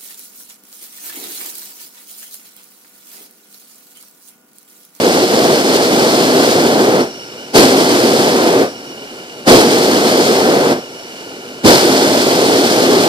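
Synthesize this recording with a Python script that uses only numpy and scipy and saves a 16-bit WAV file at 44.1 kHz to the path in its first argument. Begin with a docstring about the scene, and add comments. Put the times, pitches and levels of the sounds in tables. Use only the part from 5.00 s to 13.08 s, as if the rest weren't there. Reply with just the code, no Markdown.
"""A propane burner is already roaring, close above a stereo microphone in the basket of a hot-air balloon.
Three more blasts follow in the still, open air. Each lights with a thump and a surge that overloads
the microphone, then settles to a turbulent roar under the hiss of the gas jets, which fades as the valve
is eased shut. Between blasts the pilot flame keeps rushing, with a faint breathy whistle."""
import sys
import numpy as np
from scipy import signal
from scipy.fft import irfft, next_fast_len
from scipy.io import wavfile

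SR = 44100
rng = np.random.default_rng(int(sys.argv[2]) if len(sys.argv) > 2 else 0)


def wrap_up_sound(samples):
    """Save the sound to the file named by the first command line argument, as 16-bit audio."""
    columns = np.atleast_2d(samples).T
    # keep every value between -1 and 1, then stretch to whole-number steps
    tamed = np.clip(columns, -1, 1)
    steps = np.round(tamed * 32767).astype(np.int16)
    wavfile.write(sys.argv[1], SR, steps)


N = 356328
TIME = np.arange(N) / SR
FFT_SIZE = next_fast_len(N)
FREQS = np.maximum(np.arange(FFT_SIZE // 2 + 1) * SR / FFT_SIZE, 1)

# How alike the two microphone ports sound: frequency_hz, direct_power_share
PORT_LIKENESS = [(40, .8), (130, .97), (400, .99), (1000, .93), (1800, .83), (2700, .6), (4000, .5),
                 (6000, .3), (7800, .5), (10000, .12), (14000, .1)]
# Balance between the ports: frequency_hz, left_over_right_db
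PORT_BALANCE = [(150, -1), (330, -1), (500, .5), (620, -1), (850, 3.5), (1050, 0), (1450, 4.5), (1900, 0),
                (2700, -1.5), (3500, -3), (4300, .5), (5200, -.7), (7000, 2), (9000, 0), (10800, 2.5),
                (12800, -2.5), (14300, 0)]
# Sound bends round the casing to reach the left port: frequency_hz, lag_ms
LEFT_PORT_LAG = [(400, .16), (1000, .225), (1600, .245), (2500, .225), (4200, .236), (7200, .213)]
# One dull echo off the basket to each port, left then right: delay_ms, gain
BASKET_ECHOES = [(7.8, .2), (8.5, .2)]

# Tone of the pilot's flame and of its gas stream: frequency_hz, relative_db
PILOT_FLAME_SPECTRUM = [(20, -60), (45, -44), (70, -29.5), (100, -18), (140, -9.5), (190, -6), (260, -1.3),
                        (310, -2.5), (390, .5), (470, -.5), (560, -4), (700, -5), (1000, -13), (1200, -19),
                        (3000, -32)]
PILOT_HISS_SPECTRUM = [(600, -12), (1000, -1), (1220, -3), (1500, 2), (1750, 1.3), (2000, -1.3),
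                       (2300, 5.5), (2650, -.5), (3450, -3), (4400, 0), (5400, 0), (6300, -4.5), (7800, -5),
                       (9500, -13), (10300, -10), (11700, -23), (13200, -13), (14500, -21)]
# Resonances of the pilot tube: pitch_hz, width_hz, over_hiss_db
PILOT_TUBE_MODES = [(850, 70, 3), (1400, 100, 6), (4410, 80, 0)]
# The pilot flares up: centre_s, half_length_s, flame_db, hiss_db
PILOT_FLARE_UPS = [(3.92, .2, 1.6, 0), (6.2, .16, 1.6, 2.3), (6.52, .05, 3.5, 1)]

# Tone of the main flame and of its gas jets: frequency_hz, relative_db
ROAR_SPECTRUM = [(20, -44), (45, -35), (70, -28), (100, -22), (140, -13), (190, -8), (260, -1.5), (380, 0),
                 (480, -1), (550, -4.5), (680, -5), (1000, -13.7), (1600, -17.3), (2700, -25), (9000, -45)]
JET_SPECTRUM = [(500, -20), (1500, -7), (1800, -5), (2100, -1.3), (2700, -5), (3400, -1), (3800, -3),
                (4350, 1), (5100, .4), (5900, -4.7), (7800, -6.2), (9500, -10.4), (11700, -16.5),
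                (13400, -13.5)]
# Resonances of the burner can: pitch_hz, width_hz, over_hiss_db
BURNER_CAN_MODES = [(1580, 130, 3), (3020, 170, -1), (4230, 120, -5)]
# Brief swells and dips of the burner: centre_s, half_length_s, flame_db, jet_db
BURNER_WAVERS = [(.08, .12, -.8, -1.2), (.275, .04, -3.5, -2), (.5, .13, 1, 0), (.635, .025, -2, -3.5),
                 (.86, .06, -1.5, -1.5), (1.48, .1, 0, 1.3), (3.43, .07, 1.5, 0), (7.3, .12, -1.3, -.4)]
# Each opening of the blast valve, eased off just before it shuts:
# open_s, close_s, ease_s, jet_db, flame_surge_db, jet_surge_db, jet_crest_s, thump_db, leak_db
VALVE_BLASTS = [(-1.0, 2.008, .47, -17.9, 0, 0, .066, -40, -34.8),
                (2.52, 3.628, .36, -17.3, 8.5, 10.3, .062, -12, -40),
                (4.445, 5.72, .5, -17.3, 11.5, 10, .068, -12, -38.5),
                (6.622, 8.6, .5, -17, 8.3, 9.5, .072, 4, -37)]


def from_db(db):
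    """Decibels to gain."""
    return 10 ** (np.asarray(db) / 20)


def unit_power(x):
    """Scale to a mean square of 1."""
    return x / np.sqrt(np.mean(x ** 2))


def over_hz(points):
    """A table joined by straight lines in log frequency."""
    hz, value = np.transpose(points)
    return np.interp(np.log(FREQS), np.log(hz), value)


def resonance(pitch_hz, width_hz):
    """Gain of one resonance: 1 on top, half at about width_hz to either side."""
    return 1 / (1 + ((FREQS ** 2 - pitch_hz ** 2) / (2 * width_hz * FREQS)) ** 2)


def cavity(modes):
    """Gain of a hollow body whose resonances add power to the hiss inside it."""
    peaks = sum(from_db(db) * resonance(pitch_hz, width_hz) for pitch_hz, width_hz, db in modes)
    return np.hypot(1, peaks)


def bump(centre_s, half_length_s):
    """A smooth hump of height 1."""
    return np.exp(-((TIME - centre_s) / half_length_s) ** 2)


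def swells(rows):
    """Gains of a flame and of its hiss, from a table of brief swells and dips."""
    return from_db(sum(np.outer(dbs, bump(centre_s, half_s)) for centre_s, half_s, *dbs in rows))


def white(bins=len(FREQS)):
    """Spectrum of fresh white noise."""
    return rng.standard_normal(2 * bins).view(complex)


def eddies(rate_hz, depth_db):
    """Gain that wanders as turbulent eddies pass."""
    slow_hz = FREQS[:FFT_SIZE // 20]
    spectrum = white(len(slow_hz)) / (1 + (slow_hz / rate_hz) ** 2)
    wander = unit_power(irfft(spectrum, FFT_SIZE // 10))
    return np.interp(TIME, np.linspace(0, FFT_SIZE / SR, len(wander)), from_db(depth_db * wander))


def microphone_ports(echo_cut_hz=1100):
    """Direct and scattered gain at each port: the right hears first, the treble arrives scattered."""
    direct_share = over_hz(PORT_LIKENESS)
    phase_per_ms = -2j * np.pi * FREQS / 1000
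    lags_ms = (over_hz(LEFT_PORT_LAG), 0)
    ports = []
    for side, lag_ms, (echo_ms, echo_gain) in zip((1, -1), lags_ms, BASKET_ECHOES):
        echo = echo_gain * np.exp(phase_per_ms * echo_ms) / (1 + (FREQS / echo_cut_hz) ** 2)
        colour = (1 + echo) * from_db(side * over_hz(PORT_BALANCE) / 2)
        direct = colour * np.sqrt(direct_share) * np.exp(phase_per_ms * lag_ms)
        scattered = colour * np.sqrt(1 - direct_share)
        ports.append((direct, scattered))
    return ports


def turbulence(colour, ports):
    """Rushing noise of a given colour as both ports hear it, at unit power."""
    source = white()
    spectra = [colour * (direct * source + scattered * white()) for direct, scattered in ports]
    return unit_power(irfft(spectra, FFT_SIZE)[:, :N])


def pilot(ports, flame_db=-34, hiss_db=-35.9):
    """A small flame burns throughout, its gas stream hissing through the pilot tube."""
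    flame_flare, hiss_flare = swells(PILOT_FLARE_UPS)
    flame = turbulence(from_db(over_hz(PILOT_FLAME_SPECTRUM)), ports) * eddies(rate_hz=12, depth_db=.5)
    hiss = turbulence(from_db(over_hz(PILOT_HISS_SPECTRUM)) * cavity(PILOT_TUBE_MODES), ports)
    hiss *= eddies(rate_hz=40, depth_db=.5)
    return from_db(flame_db) * flame_flare * flame + from_db(hiss_db) * hiss_flare * hiss


def pilot_whistle(ports, level_db=-40.8, pan_right_db=3):
    """Gas whistles unevenly at the pilot's orifice, heard a little to the right."""
    direct_only = [(direct, 0) for direct, _ in ports]
    whistle = turbulence(resonance(pitch_hz=2910, width_hz=85), direct_only)
    whistle *= eddies(rate_hz=10, depth_db=1.2)
    pan = from_db(pan_right_db * np.array([[-.5], [.5]]))
    return from_db(level_db) * pan * whistle


def coil_bleed(ports, t60_s=2.2):
    """Gas left in the coil sings briefly through the jets after the valve shuts."""
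    leak = sum((TIME > close_s) * from_db(leak_db - 60 * np.maximum(TIME - close_s, 0) / t60_s)
               for _, close_s, *_, leak_db in VALVE_BLASTS)
    singing = turbulence(resonance(pitch_hz=5470, width_hz=260), ports)
    return leak * singing * eddies(rate_hz=14, depth_db=2.2)


def ignition(ports, delay_s=.037):
    """The first cloud of gas catches all at once, with a low thump."""
    puffs = sum(from_db(thump_db) * bump(open_s + delay_s, half_length_s=.009)
                for open_s, *_, thump_db, _ in VALVE_BLASTS)
    return puffs * turbulence(resonance(pitch_hz=230, width_hz=85), ports)


def gas_flow(open_s, close_s, surge_db, rise_s, crest_s, t60_s, sharpness=2.1):
    """The flow swells as the valve opens, overshoots, settles, and dies away once it shuts."""
    age_s = np.maximum(TIME - open_s, 0)
    swell = np.minimum(age_s / rise_s, 1) ** 2
    overshoot_db = surge_db * (age_s / crest_s * np.exp(1 - age_s / crest_s)) ** sharpness
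    decay_db = -60 * np.maximum(TIME - close_s, 0) / t60_s
    return swell * from_db(overshoot_db + decay_db)


def burner(ports, flame_db=-11, eased_flame_db=.9, eased_jet_db=-5.7):
    """The big flame roars and flutters; its jets hiss and spit, and soften as the valve is eased."""
    flame_gain, jet_gain = 0, 0
    for open_s, close_s, ease_s, jet_db, flame_surge_db, jet_surge_db, jet_crest_s, *_ in VALVE_BLASTS:
        eased = np.clip(1 + (TIME - close_s) / ease_s, 0, 1)
        flame_flow = gas_flow(open_s, close_s, flame_surge_db, rise_s=.038, crest_s=.066, t60_s=.28)
        jet_flow = gas_flow(open_s, close_s, jet_surge_db, rise_s=.036, crest_s=jet_crest_s, t60_s=.29)
        flame_gain += from_db(flame_db + eased_flame_db * eased) * flame_flow
        jet_gain += from_db(jet_db + eased_jet_db * eased) * jet_flow
    flame_waver, jet_waver = swells(BURNER_WAVERS)
    roar = turbulence(from_db(over_hz(ROAR_SPECTRUM)), ports) * eddies(rate_hz=25, depth_db=.4)
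    hiss = turbulence(from_db(over_hz(JET_SPECTRUM)) * cavity(BURNER_CAN_MODES), ports)
    hiss *= eddies(rate_hz=24, depth_db=.85) * eddies(rate_hz=300, depth_db=.7)
    return flame_gain * flame_waver * roar + jet_gain * jet_waver * hiss


def scene():
    """Everything sounds from the burner frame just overhead; the open sky adds no reverberation."""
    ports = microphone_ports()
    return burner(ports) + ignition(ports) + pilot(ports) + pilot_whistle(ports) + coil_bleed(ports)


def record(dry):
    """This close, the surges clip the microphone hard; a steep low-pass cuts the highest treble."""
    full_scale, cutoff_hz = .98, 14600
    clipped = np.clip(dry, -full_scale, full_scale)
    lowpass = signal.ellip(12, .1, 70, cutoff_hz, fs=SR, output="sos")
    return signal.sosfilt(lowpass, clipped)


dry = scene()
out = record(dry)
wrap_up_sound(out)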